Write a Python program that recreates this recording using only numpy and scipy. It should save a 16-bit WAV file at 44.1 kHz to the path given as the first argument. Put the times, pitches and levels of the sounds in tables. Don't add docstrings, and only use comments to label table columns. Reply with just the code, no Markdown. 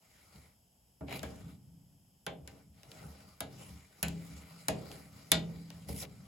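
import sys
import numpy as np
from scipy import signal
from scipy.fft import rfft, irfft, next_fast_len
from scipy.io import wavfile

SR = 44100
rng = np.random.default_rng(int(sys.argv[2]) if len(sys.argv) > 2 else 0)


def wav_out(sig):
    wavfile.write(sys.argv[1], SR, np.round(np.clip(np.atleast_2d(sig).T, -1, 1) * 32767).astype(np.int16))


N = 276501
TIME = np.arange(N) / SR
CUTOFF_HZ = 16200

# t/s, boom level/dB, body level/dB, clang level/dB, blade level/dB, tick level/dB,
# flexed blade f/Hz, clank level/dB, thunk f/Hz, thunk level/dB
LANDINGS = [(1.009, -47, -51.5, -69.5, -79, -73, 2260, -80, 628, -47.5),
            (1.2302, -48, -51.5, -53.5, -55, -45.5, 3300, -67, 776, -52),
            (2.265, -53, -49, -47, -50.5, -47, 3170, -67, 462, -45),
            (2.475, -61.5, -71, -66, -62, -50, 2120, -77, 543, -64),
            (3.4051, -51, -53, -51, -56.5, -37, 3603, -48.5, 662, -44),
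            (4.0281, -43, -50, -47, -48.5, -27, 2550, -37, 548, -46.5),
            (4.082, -57.5, -68.5, -63, -59.5, -42, 2420, -61, 279, -46),
            (4.683, -44, -41, -43.5, -46.5, -28, 2000, -54, 631, -32.5),
            (5.317, -40.5, -41.5, -39, -32, -20.5, 3600, -28, 644, -33.5),
            (5.887, -44.5, -52, -61.5, -84, -54, 3780, -82, 562, -48)]
# t/s, level/dB, t60/s
LEANS = [(0.361, -54.5, 0.58), (1.42, -48, 2.26), (2.411, -49.5, 0.23), (2.681, -57, 1.5),
         (3.059, -47.5, 0.3), (3.709, -48, 0.6), (4.32, -46, 0.61), (5.529, -53, 0.6), (5.884, -41, 0.4),
         (6.242, -64, 1.13)]
# f/Hz, level/dB, t60/s
SHEET_MODES = [(73, -2, 1.1), (96, -6, 1.0), (133, -1, 1.4), (167, 4, 1.6), (204, -1, 1.2), (256, -4, .7),
               (280, 1, 1.0), (312, -7, .9), (412, -4, .8), (453, 2, .6), (539, -1, .5), (627, 3, .45),
               (645, 0, .4), (773, 1, .35), (806, 0, .35)]
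# f/Hz, level/dB, t60/s
BLADE_MODES = [(1950, -6, .23), (2253, 2, .23), (2430, -4, .28), (2848, -3, .3), (2905, -6, .3),
               (3024, -6, .3), (3192, -4, .22), (3321, -4, .22), (3610, -4, .19), (3905, -1, .18),
               (4049, -4, .17), (4165, -3, .2), (6857, -8, .19)]

CROWD_ABOVE_HZ, MODE_SPACING_HZ, MODE_SPREAD_DB = 900, 55, 4.5

EDGES_HZ = np.geomspace(28, 17500, 27)
BANK = [(np.sqrt(lo * hi), signal.butter(2, [lo, hi], "band", fs=SR, output="sos"))
        for lo, hi in zip(EDGES_HZ, EDGES_HZ[1:])]


def from_db(db):
    return 10 ** (np.asarray(db) / 20)


def rms_one(x):
    return x / np.sqrt(np.mean(x ** 2) + 1e-20)


def at_hz(points, hz):
    points = np.array(points)
    return np.interp(np.log(hz), np.log(points[:, 0]), points[:, 1])


def gains(rows, outside_db=None):
    s, *columns = np.transpose(rows)
    return [from_db(np.interp(TIME, s, c, outside_db, outside_db)) for c in columns]


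def fade(t, t60):
    return np.exp(-np.log(1000) * t / t60)


def drift(rate):
    knots = rng.standard_normal(4096)
    return np.interp(TIME * rate, np.arange(len(knots)), knots)


def add(out, s, sound):
    start = max(0, round(s * SR))
    out[:, start:start + sound.shape[1]] += sound[:, :N - start]


def noise():
    return rng.standard_normal((2, 2, N))


def stereo(pair, hz):
    # f/Hz, left-right correlation
    likeness = [(60, 0.92), (250, 0.95), (600, 0.39), (1400, 0.24), (3000, 0.56), (6000, 0.1)]
    # f/Hz, left minus right level/dB
    balance_db = [(150, 0.3), (700, 0.5), (1400, 0.5), (2800, 2.5), (5500, 3.5), (7000, -0.5)]
    alike = np.clip(at_hz(likeness, hz), -1, 1)
    common = np.sqrt((1 + alike) / 2) * pair[0]
    opposed = np.sqrt((1 - alike) / 2) * pair[1] * [[1], [-1]]
    return (common + opposed) * from_db(at_hz(balance_db, hz) / 2 * np.array([[1], [-1]]))


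def coloured(draws, spectrum, patchy_db=0):
    out = 0
    for k, (hz, sos) in enumerate(BANK):
        if spectrum[0][0] / 2 < hz < spectrum[-1][0] * 2:
            level_db = at_hz(spectrum, hz) + patchy_db * drift(18)
            out = out + from_db(level_db) * stereo(signal.sosfilt(sos, draws[k % 2]), hz)
    return rms_one(out)


def resonate(x, hz, width_hz):
    r = np.exp(-np.pi * width_hz / SR)
    poles = [1, -2 * r * np.cos(2 * np.pi * hz / SR), r * r]
    return signal.lfilter([(1 - r * r) / 2, 0, (r * r - 1) / 2], poles, x)


def friction(per_s, spread_db, smooth):
    heights = from_db(spread_db * np.minimum(rng.exponential(1, N), 4))
    snaps = (rng.random(N) < per_s / SR) * heights
    power = signal.lfilter([1], [1, -np.exp(-1 / (0.002 * SR))], snaps ** 2 + 1e-18)
    return noise() * np.sqrt(power / power.mean() + smooth ** 2)


def rubbed(modes):
    out = 0
    for hz, db, t60 in modes:
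        free_width_hz = np.log(1000) / (np.pi * t60)
        width_hz = free_width_hz + 1.67 + 0.019 * hz
        mode = rms_one(resonate(rng.standard_normal((2, N)), hz, width_hz))
        out = out + from_db(db) * stereo(mode, hz)
    return rms_one(out)


def struck(modes, force, t):
    out = 0
    for hz, db, t60 in modes:
        twin_hz = hz * (1 + rng.uniform(.004, .014))
        pair = .8 * np.sin(2 * np.pi * (hz * t + rng.random((2, 1))))
        pair = pair + .6 * np.sin(2 * np.pi * (twin_hz * t + rng.random((2, 1))))
        swell = 1 - np.exp(-2 * t * hz)
        strength = from_db(db + at_hz(force, hz) + rng.normal(0, 1.9))
        out = out + strength * stereo(pair, hz) * swell * fade(t, t60)
    return out


def crowd(size):
    count = int(CUTOFF_HZ / MODE_SPACING_HZ)
    hz = (np.arange(count) + rng.random(count)) * MODE_SPACING_HZ
    strength = from_db(MODE_SPREAD_DB * rng.standard_normal(count).clip(-2, 2))
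    phase = np.exp(2j * np.pi * rng.random((2, 2, count)))
    lines = np.zeros((2, 2, size // 2 + 1), complex)
    lines[..., (hz * size / SR).astype(int)] = strength * phase
    return rms_one(irfft(lines, size))


def blow(force, t, crack_t60, ring_db):
    # f/Hz, level/dB
    ring = [(40, 6.5), (70, 10.5), (150, 25.5), (300, 15), (650, 18.5), (1000, 12), (1600, 9.5), (3200, 5),
            (5500, -2), (7300, -12), (8300, -12.5), (10500, -13.5), (14000, -14), (16000, -22)]
    # f/Hz, level/dB
    crack_over_ring = [(130, -7), (250, 9), (600, 14), (1400, 12.5), (3200, 14), (7000, 20.5),
                       (12000, 19.5)]
    # f/Hz, t60/s
    ring_t60 = [(60, 0.33), (160, 0.88), (420, 0.69), (1100, 0.15), (2900, 0.24), (7700, 0.17),
                (15000, 0.041)]
    white, tones, out = rng.standard_normal((2, 2, len(t))), crowd(len(t)), 0
    crack = .58 * fade(t, crack_t60) + 1.3 * fade(t, .004)
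    for k, (hz, sos) in enumerate(BANK):
        arrive = 1 - np.exp(-t * max(hz, CROWD_ABOVE_HZ) / 2)
        source = tones if hz > CROWD_ABOVE_HZ else white
        tail = source[k % 2] * from_db(ring_db) * fade(t, at_hz(ring_t60, hz))
        contact = white[k % 2] * from_db(at_hz(crack_over_ring, hz)) * crack * arrive
        band = signal.sosfilt(sos, tail + contact)
        out = out + from_db(at_hz(force, hz) + at_hz(ring, hz)) * stereo(band, hz)
    return out


def thunk(hz, t, rise_s, t60):
    swing = (1 - np.exp(-(t / rise_s) ** 2)) * fade(t, t60)
    return swing / swing.max() * np.sin(2 * np.pi * hz * t)


def room():
    # f/Hz, spectral level/dB per Hz
    air = [(500, 5), (4200, -5)]
    return from_db(-84) * coloured(noise(), air)


def freezer():
    # f/Hz, spectral level/dB per Hz
    rush = [(25, 5.5), (60, 23), (170, 18), (350, 4.5), (850, 7.5), (1200, -24), (2200, -22), (3000, 3),
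            (4000, -23), (5200, -8.5), (6600, 2), (8000, -2.5), (13500, 4), (16000, -20)]
    # f/Hz, width/Hz (of the first of two resonators), level/dB
    whistles = [(3100, 460, -86.5), (5120, 540, -82.5), (7980, 250, -86.5)]
    out = from_db(-70.0) * coloured(noise(), rush)
    for hz, width_hz, db in whistles:
        flow = resonate(rng.standard_normal((2, N)), hz, width_hz)
        out = out + from_db(db) * stereo(rms_one(resonate(flow, hz, 2 * width_hz)), hz)
    return out


def whumps():
    out, t = np.zeros((2, N)), TIME[:SR]
    for s, db, *_ in LANDINGS + LEANS:
        add(out, s, from_db(db) * thunk(73, t, rise_s=0.024, t60=0.31)[None])
    return out


def crumbs():
    # t/s, level/dB
    catches = [(0.359, -67), (1.1926, -52.5), (2.832, -59.5), (2.916, -56), (4.915, -55.5), (5.703, -53.5),
               (5.915, -65), (6.0265, -52)]
    out, t = np.zeros((2, N)), TIME[:SR // 4]
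    for s, db in catches:
        force = [(200, db - 10.0), (2500, db), (9000, db)]
        tick = from_db(4.5) * blow(force, t, crack_t60=.008, ring_db=-10)
        add(out, s, tick + resonate(tick, rng.uniform(2700, 5420), width_hz=150))
    return out


def jerks():
    # t/s, level/dB
    releases = [(1.083, -49), (1.11, -49), (1.123, -46.5), (1.139, -50)]
    out, t = np.zeros((2, N)), TIME[:SR // 4]
    for s, db in releases:
        force = [(700, db), (1300, db - 7), (2500, db), (9000, db - 26)]
        knock = blow(force, t, crack_t60=.012, ring_db=-4.5)
        add(out, s, knock + resonate(knock, 2460, width_hz=160))
    return out


def grating():
    # t/s, grating level/dB, sizzle level/dB
    scrapes = [
        [(1.066, -67, -81), (1.093, -45.5, -62.5), (1.135, -38.5, -56), (1.172, -49, -61.5), (1.23, -58, -69)],
        [(5.868, -78, -71), (5.892, -73, -50), (5.945, -72, -59), (5.98, -60, -53.5), (6.03, -54.5, -47.5),
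         (6.055, -46.5, -65)],
    ]
    # f/Hz, spectral level/dB per Hz
    rasp = [(200, -12), (450, 12), (750, 13.5), (1100, 3), (1700, 4), (2400, 10), (3500, -5.5), (5000, -9),
            (9000, -33)]
    # f/Hz, spectral level/dB per Hz
    sizzle_spectrum = [(1500, -14), (4000, -0.5), (7000, -3), (9500, -2.5), (12500, -2), (14500, -12),
                       (16000, -16.5)]
    grate, sizzle = np.sum([gains(rows, outside_db=-120) for rows in scrapes], axis=0)
    slips = friction(per_s=550, spread_db=3.6, smooth=.4)
    edge = coloured(slips, rasp, patchy_db=1.0)
    steel = from_db(-5.5) * edge + from_db(-2) * resonate(edge, 780, width_hz=38)
    steel = steel + from_db(-11.0) * rubbed(BLADE_MODES)
    return grate * steel + from_db(4.5) * sizzle * coloured(slips, sizzle_spectrum, patchy_db=4)


def narrow_bands():
    # t/s, f/Hz, level/dB
    band_rows = [(3.025, 1400, -63), (3.3, 1200, -68), (3.271, 4600, -70)]
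    swell_s, half_width_hz = 0.05, 150
    low_pass = signal.butter(2, half_width_hz, fs=SR, output="sos")
    narrow = rms_one(signal.sosfilt(low_pass, rng.standard_normal((2, N))))
    out = 0
    for s, hz, db in band_rows:
        swell = from_db(db) * np.exp(-((TIME - s) / swell_s) ** 2 / 2)
        out = out + swell * stereo(rms_one(narrow * np.sin(2 * np.pi * hz * TIME)), hz)
    return out


def stroke(start, peak, release, release_t60):
    attack_s, ease_db = 0.028, 8
    bite = np.clip((TIME - start) / attack_s + .5, 0, 1)
    effort = from_db(np.interp(TIME, [start, peak, release], [-ease_db, 0, -ease_db]))
    return bite * effort * fade(np.maximum(TIME - release, 0), release_t60)


def swells(rows, rise_s):
    out = 0
    for s, db, t60 in rows:
        rise = np.exp(-(np.minimum(TIME - s, 0) / rise_s) ** 2)
        out = out + from_db(db) * rise * fade(np.maximum(TIME - s, 0), t60)
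    return out


def handwork():
    # start t/s, level peak t/s, release t/s, paste hiss level/dB, rub level/dB, sheet drone level/dB
    strokes = [(0.013, 0.375, 0.52, -65.5, -62.5, -66.5), (1.205, 1.253, 1.53, -61.5, -49.5, -49.5),
               (2.444, 2.56, 2.63, -70.5, -53, -62), (2.841, 3.005, 3.23, -63.5, -48, -53),
               (3.17, 3.283, 3.33, -71.5, -57, -54), (3.5, 3.627, 3.77, -59, -55, -52),
               (3.974, 4.278, 5.04, -62.5, -56, -55), (4.5, 4.6, 4.54, -64.5, -54, -53),
               (4.776, 4.919, 5.053, -60.5, -46, -52.5), (5.087, 5.162, 5.48, -65, -54, -54.5),
               (5.36, 5.497, 5.75, -66, -56, -49.5), (5.716, 5.753, 8.6, -69.5, -59.5, -52)]
    # t/s, level/dB, t60/s
    rubs = [(0.35, -57, 0.28), (0.46, -60, 0.2), (3.61, -48.5, 0.32), (6.03, -41.5, 0.21)]
    # from t/s, to t/s
    drag_from, drag_to = (2.72, 6.05)
    drag_rise_s, release_t60_s = 0.068, 0.2
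    drone_t60_s = 0.9
    drag = np.clip((TIME - drag_from) / drag_rise_s, 0, 1)
    drag = drag * fade(np.maximum(TIME - drag_to, 0), release_t60_s)
    drone = swells(LEANS, rise_s=0.018) ** 2
    rub = swells(rubs, rise_s=0.013) ** 2 + (from_db(-65) * drag) ** 2
    hiss = (from_db(-70) * drag) ** 2
    for start, peak, release, hiss_db, rub_db, drone_db in strokes:
        contact = stroke(start, peak, release, release_t60_s)
        hiss = hiss + (from_db(hiss_db) * contact) ** 2
        rub = rub + (from_db(rub_db) * contact) ** 2
        drone = drone + (from_db(drone_db) * stroke(start, peak, release, drone_t60_s)) ** 2
    return np.sqrt([drone, rub, hiss])


def spreading():
    # f/Hz, spectral level/dB per Hz
    drone_spectrum = [(30, -26.5), (50, -10.5), (70, 3), (110, 5.5), (180, 6), (250, -35.5), (400, -36),
                      (800, -46)]
    # f/Hz, spectral level/dB per Hz
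    rub_spectrum = [(150, -28), (280, 1.5), (450, 2.5), (700, 0.5), (1000, -5.5), (1600, -8.5), (3000, -25)]
    # f/Hz, spectral level/dB per Hz
    paste_spectrum = [(400, -6.5), (900, 1.5), (1500, 4.5), (2000, 3), (2700, 1.5), (4000, -2), (5000, 4),
                      (6300, -3.5), (8500, 0), (12000, -3.5), (14000, -6), (16000, -13.5)]
    drone, rub, hiss = handwork()
    pressure = from_db(1.1 * drift(45))
    low = [mode for mode in SHEET_MODES if mode[0] < 300]
    middle = [mode for mode in SHEET_MODES if mode[0] > 400]
    sheet = from_db(-10.5) * rubbed(low) + from_db(-4.0) * coloured(noise(), drone_spectrum)
    fine_grit = friction(per_s=4500, spread_db=2.0, smooth=0.35)
    body = from_db(-12.5) * rubbed(middle) + from_db(-13) * coloured(fine_grit, rub_spectrum, patchy_db=-1.5)
    grit = friction(per_s=500, spread_db=3.5, smooth=1.5)
    paste = from_db(3.18) * coloured(grit, paste_spectrum, patchy_db=3.0)
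    paste = paste + from_db(-13.0) * rubbed(BLADE_MODES)
    stick_slip = from_db(2.2 * drift(70) - .4)
    return drone * sheet + pressure * (rub * stick_slip * body + hiss * paste + narrow_bands())


def through_sheet(x):
    ripple_db = 3.2
    size = next_fast_len(N)
    hz = np.arange(size // 2 + 1) * SR / size
    knots = np.arange(CROWD_ABOVE_HZ, CUTOFF_HZ, MODE_SPACING_HZ)
    ripple = rms_one(from_db(ripple_db * rng.standard_normal(len(knots)).clip(-2, 2)))
    return irfft(rfft(x, size) * np.interp(hz, knots, ripple, 1, 1), size)[:, :N]


def clank(hz, t):
    cluster = signal.butter(2, [.88 * hz, 1.12 * hz], "band", fs=SR, output="sos")
    pair = rms_one(signal.sosfilt(cluster, crowd(len(t))[0]))
    return stereo(pair, hz) * fade(t, t60=0.18)


def landings():
    registers_hz = [140, 520, 1350, 3200, 9000]
    # f/Hz, width/Hz, level/dB
    pressed = [(1510, 350, 3), (2500, 1160, -1), (7180, 300, 0), (9880, 520, 3.5), (11070, 330, 4),
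               (13200, 110, 9)]
    out, t = np.zeros((2, N)), TIME[:SR * 3 // 2]
    for s, *levels_db, blade_hz, clank_db, thunk_hz, thunk_db in LANDINGS:
        force = list(zip(registers_hz, levels_db))
        contact = blow(force, t, crack_t60=0.021, ring_db=-1.0)
        hit = contact + from_db(5) * resonate(contact, blade_hz, width_hz=220)
        for hz, width_hz, db in pressed:
            hit = hit + from_db(db + rng.normal(0, 1.02)) * resonate(contact, hz, width_hz)
        ringing = from_db(-3.5) * struck(SHEET_MODES, force, t)
        ringing = ringing + from_db(-7.5) * struck(BLADE_MODES, force, t)
        note = from_db(thunk_db) * thunk(thunk_hz, t, rise_s=0.011, t60=0.12)
        flex = from_db(clank_db) * clank(blade_hz, t) + note
        add(out, s, from_db(2.5) * hit + ringing + flex)
    return out


def scene():
    background = room() + freezer()
    rubbing = through_sheet(spreading() + grating())
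    return background + whumps() + crumbs() + jerks() + rubbing + landings()


def record(dry):
    # f/Hz, half turns of phase by which left lags
    port_lag = [(7200, 0), (9050, 1), (11200, 2), (13250, 3), (15000, 4)]
    mono_above_hz = 6500
    size = next_fast_len(N + 4096)
    left, right = rfft(dry, size)
    hz = np.arange(len(left)) * SR / size
    turn = np.pi / 2 * np.clip((hz - mono_above_hz) / 1000 + .5, 0, 1)
    shared = np.sin(turn) ** 2
    lag = np.exp(-1j * np.pi * np.interp(hz, *np.transpose(port_lag)))
    left = ((1 - shared) * left + shared * right) * lag
    both = irfft(np.array([left, right]), size)[:, :N]
    low_pass = signal.ellip(10, .2, 80, CUTOFF_HZ, fs=SR, output="sos")
    return signal.sosfilt(low_pass, both)


dry = scene()
out = record(dry)
wav_out(out)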